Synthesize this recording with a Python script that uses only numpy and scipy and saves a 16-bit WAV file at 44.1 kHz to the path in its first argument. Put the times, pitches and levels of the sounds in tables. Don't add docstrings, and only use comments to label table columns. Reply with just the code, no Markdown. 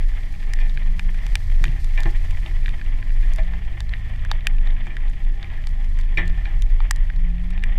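import sys
import numpy as np
from scipy import signal
from scipy.fft import rfft, irfft, next_fast_len
from scipy.io import wavfile
from scipy.ndimage import uniform_filter1d

SR = 44100
rng = np.random.default_rng(int(sys.argv[2]) if len(sys.argv) > 2 else 0)


def unload_wav(signal):
    wavfile.write(
        sys.argv[1],
        SR,
        np.round(np.clip(np.atleast_2d(signal).T, -1, 1) * 32767).astype(np.int16),
    )


N = 343098

# start [t/s], rms level at the crest [level/dB],
# share of its length spent rising [1]
SHUDDERS = [(-0.03, -11.5, 0.56), (0.11, -17.5, 0.24), (0.36, -12.5, 0.78), (0.78, -13, 0.41),
            (1.0, -14.5, 0.19), (1.3, -18.5, 0.44), (1.42, -11.5, 0.35), (1.79, -14, 0.23),
            (2.5, -15.5, 0.28), (2.8, -16.5, 0.74), (2.99, -12.5, 0.37), (3.53, -23.5, 0.75),
            (3.76, -22.5, 0.39), (4.05, -19.5, 1), (4.24, -16.5, 0.5), (4.45, -13, 0.19), (4.94, -15, .45),
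            (5.2, -13.5, 0.39), (5.4, -15.5, 0.64), (6.46, -12.5, 0.66), (6.92, -14, 0.4),
            (7.13, -12.5, 0.4), (7.33, -13.5, 0.92)]
# time [t/s], frequency [f/Hz]
SHAKE_PITCH = [(0, 24.77), (5.2, 25.06), (5.4, 26.18), (7.78, 26.04)]
# time [t/s], firing rate [f/Hz], load on the first order [level/dB],
# second, third and fourth orders [level/dB each]
ENGINE_ORDERS = [(0.05, 46.5, -3.5, -60, -56.5, -79), (0.72, 47, -12, -61, -49.5, -50.5),
                 (0.85, 46.53, -13, -61, -62, -43.5), (1.12, 42.36, -10, -52, -56, -41.5),
                 (1.29, 36.8, -2.5, -38, -39, -64), (1.62, 34.07, -6, -33.5, -40.5, -47.5),
                 (2.5, 33.26, 1.5, -51, -42, -42), (2.95, 33.57, -21, -34.5, -39, -57),
                 (3.19, 36.1, -2, -56, -36.5, -53.5), (3.53, 44.46, 0.5, -56, -61, -40),
                 (3.76, 49.48, 0, -35.5, -51, -57), (4.07, 54.67, 8, -40, -52.5, -50.5),
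                 (4.58, 57.65, -10, -45, -50.5, -69), (5.5, 58.26, -15, -44.5, -53.5, -65),
                 (5.9, 58.43, 2, -49, -50, -45.5), (6.12, 48.18, -21, -47, -60, -57),
                 (6.24, 43.07, -2, -52, -48, -33.5), (6.63, 36.02, -10, -46, -43, -61),
                 (6.86, 36.32, -1, -61, -52, -49), (7.1, 39.8, -4, -58, -50, -43),
                 (7.38, 43.43, 5, -68, -50, -34.5), (7.72, 47.24, -13, -62, -60, -45)]
# centre [f/Hz], width [f/Hz], relative strength [level/dB]
BODY_MODES = [(14.6, 10.5, 11.5), (36, 11, 6.5), (54.9, 15.6, -3), (71.7, 15.8, -4.5), (79.37, 4.16, -1.5),
              (107, 13, -9.5), (138.7, 20.3, -11.5), (183.5, 31, -17), (221.4, 33, -21), (268, 46, -22),
              (345, 30, -24), (414, 72, -28), (632, 4.1, -31.5), (800.7, 15, -26.5), (1028.7, 17.6, -29),
              (1768, 33, -25)]
# time [t/s], hiss [level/dB], spray [level/dB], before flicker
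TRAIL_LEVELS = [(0.0, -48.5, -59), (0.87, -48.5, -60.5), (1.17, -47.5, -58.5), (1.41, -48.5, -56.5),
                (2.51, -47, -57.5), (2.79, -47.5, -60.5), (3.03, -49.5, -62), (3.25, -49.5, -59),
                (3.44, -46, -61), (3.62, -50, -62.5), (4.72, -46.5, -65), (5.11, -51, -64.5),
                (5.92, -49, -63.5), (6.52, -48.5, -64), (7.34, -50.5, -66), (7.78, -49, -66.5)]
# frequency [f/Hz], relative density [level/dB per Hz]
HISS_SPECTRUM = [(260, -16), (450, -9.5), (531, -8.5), (614, -2), (791, -3.5), (906, -8), (1050, -5.5),
                 (1300, -7.5), (1520, -11), (1770, 2.5), (1900, 5), (2420, -3.5), (2640, -8.5), (3370, -6),
                 (3700, -17.5), (3950, -34), (4600, -34), (5980, -52), (10100, -120)]
# frequency [f/Hz], relative density [level/dB per Hz]
SPRAY_SPECTRUM = [(2350, -21), (4000, -1.5), (4680, -2.5), (6440, -8), (14200, -16.5), (15000, -18),
                  (15500, -48), (15700, -61), (16000, -50)]
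# time [t/s], peak [level/dB], pitch where it lands [f/Hz],
# bright modes [level/dB], dull modes [level/dB]
CLEAR_DROPS = [(0.116, -37, 1770, -30, -25), (0.402, -39, 4230, -26, -35), (0.428, -30.5, 1770, -27, -28),
               (0.535, -15.5, 2150, -12, -22), (0.588, -26.5, 1810, -40, -17), (0.613, -31, 3420, -40, -30),
               (0.695, -30.5, 3860, -30, -30), (0.773, -21, 2160, -42, -32), (0.83, -33, 3200, -40, -30),
               (0.994, -15, 2070, -25, -19), (1.144, -32, 1830, -19, -22), (1.265, -21.5, 3000, -18.5, -16),
               (1.354, -6, 2500, -17.5, -21.5), (1.499, -30, 1730, -42, -26),
               (1.64, -10.5, 1730, -22.5, -19.5), (1.653, -21, 2820, -27, -21), (1.68, -26, 2700, -28, -14),
               (1.844, -25.5, 4550, -7, -16), (2.004, -23, 4600, -12, -35), (2.033, -20, 3930, -20, -20),
               (2.308, -28, 2366, -13, -30), (2.371, -27, 1910, -42, -34), (2.461, -23, 2804, -36, -17),
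               (2.659, -18, 2814, -46, -30), (2.68, -22, 1940, -40, -14), (2.691, -25, 3020, -20, -13),
               (2.813, -26.5, 1950, -45, -35), (3.026, -26, 1720, -39, -34), (3.104, -30, 1910, -36, -32),
               (3.335, -27, 3040, -2, -26), (3.36, -27.5, 2600, -3, -27), (3.433, -36, 3800, -35, -30),
               (3.535, -27.5, 1787, -44, -12), (3.804, -19, 4060, -18, -18), (3.892, -29.5, 4060, -24, -17),
               (3.936, -18.5, 2098, -47, -34), (4.249, -26.5, 1746, -19, -23),
               (4.314, -8.5, 3755, -26.5, -12), (4.407, -32, 2770, -38, -24), (4.469, -5, 2570, -18, -21),
               (4.583, -31, 2480, -38, -21), (4.657, -46, 4500, -8, -30), (4.672, -29.5, 3820, -45, -16),
               (4.705, -33, 3415, -38, -27), (4.768, -32, 2445, -42, -32), (4.868, -25.5, 2210, -24, -6.5),
               (4.967, -22, 2003, -27, -36), (5.098, -34, 1900, -15, -24), (5.428, -23.5, 3910, -44, -30),
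               (5.443, -28, 2284, -39, -24), (5.639, -29, 2002, -40, -28), (5.67, -21, 4630, -18, -17),
               (5.691, -37, 2400, -9, -28), (5.8, -46, 4500, -2, -30), (5.845, -42, 4460, -2, -30),
               (5.988, -28, 2410, -15, -24), (6.001, -38.5, 4500, -8, -30), (6.011, -32, 4160, -16, -26),
               (6.256, -40, 4320, -18, -30), (6.278, -28, 4300, -7, -28), (6.297, -38, 4564, -25, -30),
               (6.45, -38, 4500, -23, -30), (6.455, -23.5, 2230, -44, -31), (6.621, -22.5, 3750, -11, -35),
               (6.803, -23, 835, -44, -5), (6.909, -2.5, 1660, -7, -11.5), (6.96, -27, 4200, -10, -30),
               (7.1, -24, 1920, -47, -27), (7.161, -36, 4300, -22, -30), (7.296, -47, 2700, -38, -28),
               (7.504, -32, 3753, -10, -5), (7.577, -24, 2020, -44, -13), (7.637, -14, 1950, -24.5, -39)]
# frequency [f/Hz], relative strength [level/dB], 60 dB decay time [t/s]
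HOUSING_MODES = [(524.1, -13, 0.0087), (870, -3, 0.018), (1240, 2, 0.0061), (1720, 8.5, 0.014),
                 (1925, 0, 0.034), (2404, 6, 0.017), (2795, 0, 0.016), (3110, -2, 0.023),
                 (3570, 1.5, 0.018), (3870, -3, 0.015), (4540, -6.5, 0.022), (5030, 4.5, 0.003),
                 (5960, -1.5, 0.0066), (6970, -4, 0.01), (7650, -4.5, 0.0075), (8340, -6, 0.0082),
                 (9100, -10, 0.0068), (9800, -5, 0.006), (10800, -5.5, 0.0046), (12200, -3.5, 0.0039),
                 (13800, -14, 0.0023), (15000, -5.5, 0.003)]
# time [t/s], nominal peak [level/dB], relative dull part [level/dB], floor boom [level/dB],
# floor knock [level/dB], ring length share [1], favoured dull and bright modes [f/Hz each]
KNOCKS = [(0.503, -35.5, -18, -70, -71, 1, 800, 2110), (0.56, -34, -22, -60, -58, 0.97, 800, 2100),
          (0.601, -29, -13.5, -50, -69, 1, 810, 2410), (0.655, -35, -7, -50, -60, 0.52, 800, 2100),
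          (1.609, -36.5, 7, -19, -34.5, 0.72, 700, 1900), (1.633, -36, -19, -20, -39, 0.83, 700, 1920),
          (1.66, -31.5, -34, -16, -35.5, 0.68, 700, 1940), (1.689, -34, -6, -17, -44, 0.39, 700, 3200),
          (1.722, -40, -10, -24, -35, 0.82, 700, 1900), (1.975, -17.5, -11.5, -48, -39, 0.63, 1042, 2400),
          (2.055, -20, -3, -12, -18, 0.45, 820, 2130), (2.456, -33, 2, -60, -57, .5, 796, 2420),
          (2.66, -41, -20, -34, -61, 0.41, 800, 2800), (3.225, -32.5, -17, -31, -38, 0.63, 800, 1880),
          (3.383, -20.5, -5, -23.5, -35, 0.36, 647, 2360), (3.477, -36, -8, -60, -60, .6, 1035, 3400),
          (3.536, -33.5, -2, -60, -65, 0.34, 805, 1720), (4.903, -30.5, -21, -44, -65, 0.7, 800, 2400),
          (5.515, -34, -6, -60, -63, 0.88, 801, 1940), (5.575, -33, -20, -60, -60, 0.49, 780, 1900),
          (6.172, -10.5, -18, -22, -23, 0.82, 1110, 2300), (6.374, -30, -8, -45, -66, 0.38, 808, 1900),
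          (6.453, -29, -12.5, -57, -55, 0.99, 657, 2300), (7.526, -36.5, -13, -60, -62, 1, 800, 1903),
          (7.623, -33.5, -40, -50, -49, 0.89, 800, 2100)]
# frequency [f/Hz], relative strength [level/dB], full 60 dB decay time [t/s]
PANEL_MODES = [(644, -6, 0.45), (706, -19, 0.15), (785, -14, 0.53), (821, -12, 0.4), (1050, -12, 0.38),
               (1110, -30, 0.27), (1210, -17, 0.21), (1404, -11.5, 0.34), (1674, -6.5, 0.32),
               (1705, -14, 0.21), (1782, 1.5, 0.42), (1866, -5.5, 0.32), (1950, -11, 0.33),
               (1950, -10, .25), (2066, -3, 0.25), (2200, -12, 0.17), (2333, -4, 0.14), (2355, -4.5, 0.18),
               (2448, -6, 0.21), (2810, -7.5, 0.14), (3200, -17, 0.12), (3390, -22, 0.14),
               (3500, -16, 0.14), (3820, -14.5, 0.16), (4200, -22, 0.17), (4500, -31, 0.11),
               (5500, -19, 0.066), (5510, -23, 0.12)]
# frequency [f/Hz], relative strength [level/dB], full 60 dB decay time [t/s]
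PAN_MODES = [(107, 4.5, 0.38), (136, 4, 0.267), (163, -12.5, 0.088), (191, -4.5, 0.16), (237, -5, 0.21),
             (275.6, 2, 0.25), (333.6, 5, 0.28), (364, -4.5, 0.62), (428, -15.5, 0.69), (480, -49, 0.033)]

SHUDDER_END_S, SHUDDER_FULLNESS, SHUDDER_GAP_DB = 7.95, 0.96, -34
FIRING_DB, FIRING_BEST_HZ, FIRING_REACH_HZ = -20, 38.4, 6.55
RUMBLE_DB = -26.5
LANDING_DB, FALL_DB_PER_OCTAVE, FALL_MOST_DB = -12.5, 15, 9.5
SOFT_ABOVE_HZ, SOFT_DB_PER_OCTAVE = 8700, 8
OWN_DB, OWN_T60_S = -11.5, 0.014
SKIRT_OCTAVES = 0.32
SNAP_DB, SNAP_OCTAVES = -18.5, 0.54
SPLIT_SHARE, SPLIT_S = 0.5, 0.0012
PATTER_PER_S, PATTER_DB, PATTER_CLUMP_DB = 88, -49.5, 2.5
FAVOUR_DB, FAVOUR_OCTAVES = 9, 0.051
TICK_DB = -3
SPLASH_DB, SPLASH_T60_S = -39, 0.14


def amp(db):
    return 10 ** (np.asarray(db) / 20)


def rms_one(x):
    return x / np.sqrt(np.mean(x ** 2) + 1e-20)


def in_time(rows):
    s, *columns = np.transpose(rows)
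    return [np.interp(np.arange(N) / SR, s, c) for c in columns]


def drift(rate_hz):
    pole = np.exp(-80 * np.pi * rate_hz / SR)
    noise = rng.standard_normal(N // 40 + 2002)
    slow = signal.lfilter([1], [1, -2 * pole, pole * pole], noise)[2000:]
    return np.interp(np.arange(N) / 40, np.arange(len(slow)), rms_one(slow))


def coloured(x, spectrum):
    size = next_fast_len(N)
    hz, db = np.transpose(spectrum)
    log_hz = np.log(np.arange(1, size // 2 + 2) * SR / size)
    gain = amp(np.interp(log_hz, np.log(hz), db, -90, -90))
    return rms_one(irfft(rfft(x, size) * gain, size)[:N])


def add(out, s, sound):
    i = round(s * SR)
    out[i:i + len(sound)] += sound[:N - i]


def struck(hz, db, t60, length_s, signs=None):
    t = np.arange(round(length_s * SR)) / SR
    decay = amp(db[:, None] - 60 * t / t60[:, None])
    rings = decay * np.sin(2 * np.pi * hz[:, None] * t)
    if signs is None:
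        signs = rng.choice([-1, 1], len(hz))
    sound = rings.T @ signs
    return sound / np.abs(sound).max()


def shake():
    t = np.arange(N) / SR
    (hz,) = in_time(SHAKE_PITCH)
    start, db, rise = np.transpose(SHUDDERS)
    now = np.clip(np.searchsorted(start, t) - 1, 0, None)
    length = np.diff(np.append(start, SHUDDER_END_S))
    gone = np.clip((t - start[now]) / length[now], 0, 1)
    crest = np.clip(rise, 0.1, 0.9)[now]
    swell = np.sin(np.pi / 2 * np.minimum(gone / crest, (1 - gone) / (1 - crest))) ** SHUDDER_FULLNESS
    level = amp(db)[now] * np.maximum(swell, amp(SHUDDER_GAP_DB))
    smooth_level = uniform_filter1d(level, size=1800)
    return np.sqrt(2) * smooth_level * np.sin(2 * np.pi * np.cumsum(hz) / SR)


def engine():
    hz, load_db, *upper_db = in_time(ENGINE_ORDERS)
    mounts = 1 / (1 + ((hz - FIRING_BEST_HZ) / FIRING_REACH_HZ) ** 2)
    gains = [amp(FIRING_DB + load_db) * mounts, *amp(upper_db)]
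    turn = 2 * np.pi * np.cumsum(hz) / SR
    out = np.zeros(N)
    for order, gain in enumerate(gains, 1):
        responses = [1 / np.hypot(1, (order * hz - mode_hz) / width)
                     for mode_hz, width, _ in BODY_MODES[1:8]]
        resonance = np.max(responses, axis=0) ** 0.68
        waver = amp(1.2 * drift(4.1))
        tone = np.sin(order * turn + 0.15 * drift(3.9))
        out += np.sqrt(2) * resonance * gain * waver * tone
    return out


def rumble(level_db):
    out = np.zeros(N)
    for hz, width, db in BODY_MODES:
        band = signal.butter(2, [hz - width / 2, hz + width / 2], "band", fs=SR, output="sos")
        noise = signal.sosfilt(band, rng.standard_normal(N + SR))[SR:]
        out += amp(db + 2.84 * drift(3.1)) * rms_one(noise)
    return amp(level_db) * out / np.sqrt(len(BODY_MODES))


def wet_noise(spectrum, level_db, grain_per_s, grain_db, flicker_db):
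    sizes = amp(3.4 * np.minimum(rng.exponential(1, N), 4)) * rng.choice([-1, 1], N)
    grains = rms_one(sizes * (rng.random(N) < grain_per_s / SR))
    mix = rng.standard_normal(N) + amp(grain_db) * grains
    flicker = drift(33.0) + 2.0 * drift(29.7)
    return amp(level_db + flicker_db * flicker) * coloured(mix, spectrum)


def minimum_phase(power):
    cepstrum = irfft(np.log(power) / 2)
    cepstrum[1:1024] *= 2
    return irfft(np.exp(rfft(cepstrum[:1025], 2048)))[:1400]


def drop(peak_db, pitch_hz, bright_db, dull_db):
    hz, db, t60 = np.transpose(HOUSING_MODES)
    fall_db = np.minimum(FALL_DB_PER_OCTAVE * np.abs(np.log2(hz / pitch_hz)), FALL_MOST_DB)
    share_db = np.select([hz < 1400, hz > 5000], [dull_db, bright_db], LANDING_DB - fall_db)
    levels = db + share_db + rng.normal(0, 2.0, len(hz))
    levels -= SOFT_DB_PER_OCTAVE * np.maximum(np.log2(hz / SOFT_ABOVE_HZ), 0)
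    hz = hz * rng.normal(1, 0.012, len(hz))
    hz = np.append(hz, pitch_hz)
    levels = np.append(levels, OWN_DB)
    t60 = np.append(t60, OWN_T60_S)

    grid = np.arange(1, 1026)[:, None] * SR / 2048
    damping = np.log(1000) / t60
    modes = amp(2 * levels) / (damping ** 2 + (2 * np.pi * (grid - hz)) ** 2)
    skirt = 1 + (np.log2(grid / hz) / SKIRT_OCTAVES) ** 4
    power = np.sum(modes / skirt, axis=1)
    snap = np.exp(-(np.log2(grid[:, 0] / pitch_hz) / SNAP_OCTAVES) ** 2)
    power += power.max() * amp(2 * SNAP_DB) * snap

    sound = minimum_phase(power)
    lag = 4 + int(rng.random() * SPLIT_S * SR)
    sound[lag:] += SPLIT_SHARE * sound[:-lag].copy()
    return amp(peak_db) * rng.choice([-1, 1]) * sound / np.abs(sound).max()


def rain():
    out = np.zeros(N)
    for s, *kind in CLEAR_DROPS:
        add(out, s + 0.0011, drop(*kind))
    chance = PATTER_PER_S * amp(PATTER_CLUMP_DB * drift(4.0)) / SR
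    for i in np.flatnonzero(rng.random(N) < chance):
        size_db = 4.85 * min(rng.exponential(), 3.0)
        pitch_hz = 2500 * amp(rng.normal(0, 1.0))
        bright_db, dull_db = rng.normal([-40.0, -22.0], [6.0, 5.0])
        add(out, i / SR, drop(PATTER_DB + size_db, pitch_hz, bright_db, dull_db))
    return out


def panel_ring(dull_db, share, spot_hz):
    hz, db, t60 = np.transpose(PANEL_MODES)
    nearness = np.exp(-(np.log2(hz[:, None] / spot_hz) / FAVOUR_OCTAVES) ** 2).sum(axis=1)
    db = db + FAVOUR_DB * nearness
    db = db + (dull_db + 5.0) * (hz < 1450) + rng.normal(0, 1.5, len(hz))
    return struck(hz, db, t60 * share, 0.45)


def knocks():
    out = np.zeros(N)
    t = np.arange(round(0.45 * SR)) / SR
    loose = coloured(rng.standard_normal(N), HISS_SPECTRUM)
    water = coloured(rng.standard_normal(N), SPRAY_SPECTRUM)
    dull_band = signal.butter(4, [620, 1200], "band", fs=SR, output="sos")
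    dull = signal.sosfilt(dull_band, loose)
    for s, peak_db, dull_db, boom_db, knock_db, share, *spot_hz in KNOCKS:
        share = max(share, 0.1)
        i = round(s * SR)
        panel = panel_ring(dull_db, share, spot_hz)
        add(out, s, amp(peak_db - 1.0) * panel * np.minimum(t / 0.005, 1))
        add(out, s + 0.00203, drop(peak_db + TICK_DB, spot_hz[1], -34.0, dull_db - 8.0))

        shaken = (loose + (amp(dull_db + 18.5) - 1) * dull)[i:i + len(t)]
        dying = np.minimum(t / 0.016, 1) * amp(-60 * t / (0.23 * share))
        add(out, s, amp(peak_db - 10.5) * rms_one(shaken) * dying[:len(shaken)])

        splash = water[i:i + len(t)]
        splash_db = peak_db + SPLASH_DB - 60 * t[:len(splash)] / SPLASH_T60_S
        add(out, s, amp(splash_db) * splash)

        hz, db, t60 = np.transpose(PAN_MODES)
        db = db + rng.normal(0, 1.5, len(hz))
        for level_db, part in (boom_db, hz < 250), (knock_db, hz > 250):
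            ring = struck(hz[part], db[part], t60[part] * share, 0.45, signs=np.ones(part.sum()))
            add(out, s, amp(level_db) * ring * np.minimum(t / 0.0056, 1))
    return out


def scene():
    hiss_db, spray_db = in_time(TRAIL_LEVELS)
    vehicle = shake() + engine() + rumble(RUMBLE_DB)
    hiss = wet_noise(HISS_SPECTRUM, hiss_db, grain_per_s=320.0, grain_db=-13.0, flicker_db=1.5)
    spray = wet_noise(SPRAY_SPECTRUM, spray_db, grain_per_s=350.0, grain_db=-11.5, flicker_db=0.7)
    return (vehicle + hiss + spray + rain() + knocks())[None]


def record(dry):
    return signal.sosfilt(signal.cheby2(12, 70, 17000, fs=SR, output="sos"), dry)


dry = scene()
out = record(dry)
unload_wav(out)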